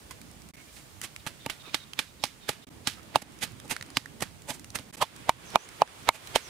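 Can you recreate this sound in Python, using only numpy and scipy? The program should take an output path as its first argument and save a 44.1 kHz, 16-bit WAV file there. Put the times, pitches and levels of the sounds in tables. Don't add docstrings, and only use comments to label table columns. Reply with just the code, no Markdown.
import sys
import numpy as np
from scipy import signal
from scipy.io import wavfile
from scipy.ndimage import uniform_filter1d, map_coordinates

SR = 44100
rng = np.random.default_rng(int(sys.argv[2]) if len(sys.argv) > 2 else 0)


def how_loud(loudness_db):
    steps = np.asarray(loudness_db, float) / 20
    return 10 ** steps


def wrap_up_sound(samples):
    columns = np.atleast_2d(samples).T
    tamed = np.clip(columns, -1, 1)
    steps = np.round(tamed * 32767).astype(np.int16)
    wavfile.write(sys.argv[1], SR, steps)


N = 286621
LEAD_IN = 1800


def unit(x):
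    return x / np.sqrt(np.mean(x ** 2) + 1e-20)


def at_hz(points, hz):
    points = np.array(points)
    return np.interp(np.log(hz), np.log(points[:, 0]), points[:, 1])


def drift(rate):
    knots = rng.standard_normal(int(7 * rate) + 9)
    return map_coordinates(knots, [np.arange(N) / SR * rate + 2], order=3)


def ring(x, hz, t60):
    r = how_loud(-60 / (t60 * SR))
    w = 2 * np.pi * hz / SR
    return signal.lfilter([0, np.sin(w)], [1, -2 * r * np.cos(w), r * r], x)


def band(x, low_hz, high_hz):
    edges = [low_hz, min(high_hz, .45 * SR)]
    return signal.sosfilt(signal.butter(2, edges, "band", fs=SR, output="sos"), x)


def add(out, sound, at, pan_db):
    part = (sound * how_loud(np.array([[pan_db / 2], [-pan_db / 2]])))[:, :N - at]
    out[:, at:at + part.shape[1]] += part


def shot_at(t):
    # (start [s], bowl pitch [Hz], ground thud [dB], fire rumble [dB], crush treble [dB])
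    placements = [
        (0, 1077, -57, -54.5, -0.5),
        (.525, 903, -36, -57, -3.5),
        (2.658, 900, -30.5, -53, -2),
        (4.92, 918, -53, -54.5, -5),
    ]
    rows = np.array(placements)
    return rows[np.searchsorted(rows[1:, 0], t), 1:].T


def airy(spectrum, patchy_db):
    # (frequency [Hz], left-right likeness [0-1])
    port_likeness = [(60, 0.79), (130, 0.43), (300, 0.4), (700, 0.013), (15000, .01)]
    # (frequency [Hz], left minus right [dB])
    port_lean = [(60, -4), (150, -8), (380, -2), (950, -3), (2380, -5), (5980, -4), (15000, -3)]
    out = 0
    shared = drift(3.0)
    edges = 20 * 2 ** np.arange(0, 10.5, .5)
    white = rng.standard_normal((2, 2, N))
    for k, (low, high) in enumerate(zip(edges, edges[1:])):
        hz = np.sqrt(low * high)
        if not spectrum[0][0] < hz < spectrum[-1][0]:
            continue
        mid, side = band(white[k % 2], low, high)
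        alike = np.clip(at_hz(port_likeness, hz), 0, 1)
        lean = at_hz(port_lean, hz) / 2
        gain = how_loud(at_hz(spectrum, hz) + patchy_db * (0.077 * shared + drift(14)))
        stereo = np.sqrt(1 + alike) * mid + np.sqrt(1 - alike) * side * [[1], [-1]]
        out = out + gain * how_loud(np.array([[lean], [-lean]])) * stereo
    return out / np.sqrt(np.mean(out.mean(0) ** 2))


def forest_hiss(t):
    # (frequency [Hz], density [dB per Hz])
    hiss_spectrum = [(1500, -8), (3000, -1), (5000, 4.5), (8000, 0.5), (11000, 11.5), (13000, -13),
                     (18000, 1)]
    # (time [s], level [dB])
    hiss_level = [(0, -60), (.51, -62), (.54, -59), (2.65, -64), (2.67, -63), (4.91, -62), (4.93, -62),
                  (5.9, -58), (6.5, -55)]
    return how_loud(np.interp(t, *np.transpose(hiss_level))) * airy(hiss_spectrum, patchy_db=.3)


def fire_rumble(t):
    # (frequency [Hz], density [dB per Hz])
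    rumble_spectrum = [(12, -53), (20, -24), (59, -2.5), (120, 0), (313, -5), (386, -13), (700, -12),
                       (1000, -27)]
    return how_loud(shot_at(t)[2]) * airy(rumble_spectrum, patchy_db=2.6)


def rustle(t):
    # (frequency [Hz], density [dB per Hz])
    rustle_spectrum = [(300, -7.5), (600, -15), (1000, -11), (1500, -13.5), (2300, -13.5), (3500, -16),
                       (5500, -26.5), (9000, -23)]
    # (time [s], level [dB])
    stirring = [(0, -60.5), (1.39, -60.5), (1.77, -58.5), (2.03, -62.5), (2.51, -60), (2.71, -61),
                (3.17, -57.5), (3.53, -59), (3.96, -57), (4.29, -61.5), (4.85, -61), (5.0, -55),
                (5.5, -52.5), (5.61, -45.5), (5.76, -55), (5.88, -47), (6.01, -54), (6.5, -48)]
    return how_loud(np.interp(t, *np.transpose(stirring))) * airy(rustle_spectrum, patchy_db=.4)


def birds():
    # (start [s], length [s], start pitch [Hz], end pitch [Hz], level [dB])
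    glides = [(0.532, 0.1, 2160, 2200, -58), (0.672, .03, 2340, 2370, -61.5),
              (1.193, 0.017, 3800, 3670, -57), (1.392, 0.068, 3640, 3540, -56.5),
              (1.596, 0.028, 3800, 3640, -52.5), (1.636, 0.084, 3660, 3730, -54),
              (1.753, 0.092, 3930, 3700, -52.5), (1.632, 0.069, 1242, 1296, -55),
              (1.652, 0.055, 2600, 2400, -53.5), (1.869, .05, 3700, 3560, -65),
              (2.065, .045, 3650, 3750, -62), (2.194, 0.04, 3800, 3800, -59),
              (2.97, 0.03, 1306, 1285, -54.5), (2.408, 0.1, 3750, 3510, -57.5),
              (2.618, 0.028, 3700, 3490, -57), (5.447, 0.1, 6530, 5240, -56.5),
              (5.58, 0.084, 5760, 6800, -51.5), (3.147, 0.018, 1435, 1420, -38),
              (6.416, 0.072, 6670, 5300, -49.5)]
    out = np.zeros((2, N))
    for s, length, from_hz, to_hz, db in glides:
        size = int(length * SR)
        turns = np.cumsum(np.linspace(from_hz, to_hz, size)) / SR
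        flutter = signal.lfilter([1], [1, -.95], rng.standard_normal((2, size)))
        husk = .85 + 1.3 * unit(flutter)
        whistle = husk * np.hanning(size) ** 0.1 * np.sin(2 * np.pi * turns)
        add(out, how_loud(db) * whistle, round(s * SR), -7.0)
    return out


def grit(size, spread_db, unlike):
    both = rng.standard_normal(size)
    own = rng.standard_normal((2, size))
    return unit((both + unlike * own) * how_loud(spread_db * rng.exponential(1, size)))


def brittle(x, hz, treble_db, t60):
    body = unit(band(x, 1100, 4760)) + 1.19 * unit(ring(x, hz, t60))
    return unit(body) + how_loud(treble_db - 3.0) * unit(band(x, 3200, 9630))


def ticks():
    # (time [s], peak level [dB], ring [Hz], treble [dB])
    snaps = [(0.215, -32.5, 2400, 5), (0.3132, -39, 9200, 8), (0.4193, -39, 2290, 7),
             (0.4878, -38.5, 2890, 4), (1.0152, -22, 3100, 0.5), (1.1627, -26, 2840, -8),
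             (1.934, -25.5, 3200, -22), (2.671, -40, 1880, -2), (3.031, -42, 2680, 6),
             (3.3213, -36, 2070, 4), (3.389, -36, 2900, 12), (3.5196, -41, 2750, 6), (3.6, -32, 3700, -2.5),
             (3.6796, -36, 8820, 5), (3.7647, -19, 2230, -12), (3.8109, -24, 2270, -27),
             (3.8252, -24, 2070, -10), (3.862, -40, 2190, 5), (3.903, -34.5, 9200, 0),
             (4.0583, -27.5, 1900, -10), (4.4203, -35.5, 7350, 4), (4.5958, -33.5, 2030, 5),
             (4.6443, -31.5, 3030, 3), (4.7035, -30.5, 7300, 10), (4.7877, -24, 1750, -11),
             (5.163, -33, 1710, 3), (5.503, -31.5, 5650, 15), (5.689, -30, 2210, 1),
             (5.876, -28, 1750, -17), (6.273, -30, 4160, 2)]
    out = np.zeros((2, N))
    t = np.arange(2000) / SR
    for s, peak_db, hz, treble_db in snaps:
        t60_ms = 12.6 + 0.14 * treble_db
        snap = brittle(grit(len(t), spread_db=2.0, unlike=1.0), hz, treble_db, 0.028)
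        snap = snap * how_loud(-60000 * t / max(t60_ms, 2))
        add(out, how_loud(peak_db) * snap / np.abs(snap).max(), round(s * SR), -6.5)
    return out


def ground_thud(tap):
    thud = band(ring(np.roll(tap, -70), 136.5, 0.067) + 2.5 * ring(tap, 267, 0.04), 75, 370)
    return np.array([thud, thud]) / np.abs(thud).max()


def pestle_ring(push, hz):
    pestle = ring(np.roll(push, -40), hz, .024) + .6 * ring(np.roll(push, 90), hz * 1.07, .03)
    return pestle / np.abs(pestle).max()


def bowl_knock(push, clean, bowl_hz, pulse_hz, ring_db):
    # (multiple of bowl pitch [ratio], level [dB], t60 [s])
    bowl_modes = [
        (.95, 0, .04),
        (1.3, -5, .025),
        (3.15, -7, .018),
        (4.6, -9, .012),
    ]
    cycles = np.arange(-130, 131) / SR * pulse_hz
    envelope = np.exp(-np.where(cycles < 0, (cycles / .72) ** 4, (cycles / .8) ** 2))
    pulse = np.convolve(push, -np.cos(2 * np.pi * cycles + .5) * envelope, "same")
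    modes = 0
    for k, db, t60 in bowl_modes:
        level = how_loud(db + rng.normal(0, 2.7))
        modes = modes + level * ring(push, bowl_hz * k * rng.normal(1, 0.023), t60)
    if not clean:
        modes = modes / np.abs(modes).max()
    return pulse / np.abs(pulse).max() + how_loud(ring_db) * modes


def contact_force(late, rise, fall, clean):
    away = np.where(late < 0, -late / max(rise, .2), late / max(fall, .5))
    if clean:
        return np.exp(-away) + 1.2 * np.exp(-np.abs(late) / 0.08)
    return np.exp(-away ** 1.7 / 2.21)


def pounding(blows, clean, rise_share, pulse_share, bright_db):
    out = np.zeros((2, N))
    ms = np.arange(-LEAD_IN, 6000) / SR * 1000
    tap = 1. * (np.arange(len(ms)) == LEAD_IN + 75)
    lead = clean * np.exp(np.minimum(ms, 0) / 9) * (ms < 0)
    settle = np.exp(-ms / 32) * (ms > 0)
    for s, peak_db, knock_db, hz, fall in blows:
        at = round(s * SR) - LEAD_IN
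        bowl_hz, thud_db, _, treble_db = shot_at(s)
        treble_db += bright_db - 0.29 * (peak_db + 26.5)
        thud_db += 0.87 * (min(knock_db, -32.5) + 41.5) + (0 if clean else -2)
        settle_db = peak_db - 47.5 + 13.5 * np.log(max(fall, .5))
        ring_db = (-3 if clean else -6) - .45 * (max(knock_db, -45) + 35)
        pulse_hz = how_loud(0.15 * (peak_db + 9.0)) * bowl_hz * pulse_share

        force = contact_force(ms - .6 * clean, fall * rise_share, fall, clean)
        grains = grit(len(ms), spread_db=2.5, unlike=1.0)
        push = tap if clean else grains.mean(0) * force
        crunch = brittle(grains, hz, treble_db, 0.00065) * force
        crunch += how_loud(-18.5) * unit(ring(grains, hz, 0.00093)) * lead
        crunch *= how_loud(peak_db - 8.5)
        crunch += how_loud(settle_db) * brittle(grains[:, ::-1], hz, -6.5, 0.0005) * settle

        knock = bowl_knock(push, clean, bowl_hz, pulse_hz, ring_db)
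        crunch += how_loud(peak_db - 13.0) * pestle_ring(push, hz)
        rocking = how_loud(-31) * lead + how_loud(-18.5) * np.exp(-ms / 9) * (ms > 3.0)
        shake = unit(ring(grains, bowl_hz, 8 / bowl_hz)) * rocking
        wood = band(knock + shake, 103, 22000)
        wood = np.array([np.roll(wood[0], 3), wood[1]])

        add(out, crunch, at, -8.5)
        add(out, how_loud(knock_db + 8.0) * wood, at, -4.0)
        add(out, how_loud(thud_db - 1.0) * ground_thud(tap), at, -6.0)
    return out


def cushioned_blows():
    # (time [s], grain crush [dB], wood knock [dB], pestle ring [Hz], crush fall [ms])
    squashes = [(.765, -50.5, -70, 2690, 33), (1.042, -28.5, -54, 3050, 9.3), (1.68, -63.5, -53, 2700, 3),
                (3.222, -27, -43.5, 2710, 2.8), (3.435, -18.5, -40.5, 3140, 8.3),
                (3.655, -53, -51, 800, 6.2), (3.717, -19.5, -37.5, 2590, 8.7),
                (4.208, -29.5, -50, 3030, 2.1), (4.502, -25.5, -37.5, 3080, 9.9),
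                (4.545, -40.5, -73, 2940, 9.5), (4.795, -36, -46, 3000, 1.2),
                (4.945, -38.5, -57, 2860, 9.3), (4.98, -41, -56, 2950, 10), (5.026, -13.5, -17, 3240, 6.3),
                (6.15, -33.5, -47, 2460, 14.5)]
    return pounding(squashes, False, rise_share=1, pulse_share=1.03, bright_db=3.5)


def ploughing_blows():
    # (time [s], grain crush [dB], wood knock [dB], pestle ring [Hz], crush fall [ms])
    ploughs = [
        (1.2725, -23, -74, 2630, 6.7),
        (1.4622, -21.5, -35, 2750, 1.9),
        (2.4917, -15.5, -27.5, 2836, 8),
        (4.2234, -16.5, -36.5, 1730, 6.4),
        (4.7557, -18.5, -47, 1980, 7.4),
        (6.359, -7, -14, 2830, 7),
    ]
    return pounding(ploughs, True, rise_share=0.47, pulse_share=0.68, bright_db=4.5)


def clean_blows():
    # (time [s], grain crush [dB], wood knock [dB], pestle ring [Hz], crush fall [ms])
    cracks = [(0.1089, -31.5, -49.5, 1920, 8.4), (1.265, -25, -41, 1850, 4.9),
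              (1.498, -19.5, -47.5, 2920, 7.6), (1.7443, -11.5, -40.5, 3420, 6),
              (1.9904, -12, -41.5, 3370, 7), (2.2377, -12.5, -26, 4760, 6.8),
              (2.8717, -12.5, -35.5, 4100, 9.7), (3.1573, -8, -11.5, 2600, 4.7),
              (3.9697, -10, -29, 4660, 4), (5.2928, -8, -12, 2170, 3), (5.5569, -5.5, -8.5, 2320, 1.7),
              (5.8185, -12.5, -9, 2440, 1.1), (6.0888, -1, -11, 2110, 1.7)]
    return pounding(cracks, True, rise_share=0.083, pulse_share=0.91, bright_db=0)


def scene():
    t = np.arange(N) / SR
    near = forest_hiss(t) + fire_rumble(t) + rustle(t)
    near += cushioned_blows() + ploughing_blows() + clean_blows()
    near = signal.sosfilt(signal.cheby2(14, 50, 16100, fs=SR, output="sos"), near)
    return near + birds() + ticks()


def band_limit(x):
    return signal.sosfilt(signal.butter(12, 16850, fs=SR, output="sos"), x)


def record(dry):
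    # (start [s], end [s], gain [dB], fade out [s], fade in [s])
    mutes = [
        (.521, .536, -42, .012, .0005),
        (.56, .562, -18, .002, .008),
        (2.656, 2.668, -42, .012, .001),
        (2.694, 2.696, -22, .002, .01),
        (4.918, 4.926, -42, .008, .0005),
        (4.96, 4.963, -45, .002, .007),
    ]
    t = np.arange(N) / SR
    power = np.abs(uniform_filter1d((dry ** 2).max(0), size=600, origin=299))
    over_db = 0.5 * np.maximum(10 * np.log10(power + 1e-12) + 31, 0)
    held_db = np.maximum(np.maximum.accumulate(over_db + 60 * t) - 60 * t, 0)
    gain_db = -signal.lfilter([.004], [1, -.996], held_db)
    for start, end, db, out_s, in_s in mutes:
        gain_db = gain_db + np.interp(t, [start - out_s, start, end, end + in_s], [0, db, db, 0])
    mix = 1.183 * np.tanh(dry * how_loud(gain_db) / 1.12)
    return band_limit(mix)


dry = scene()
out = record(dry)
wrap_up_sound(out)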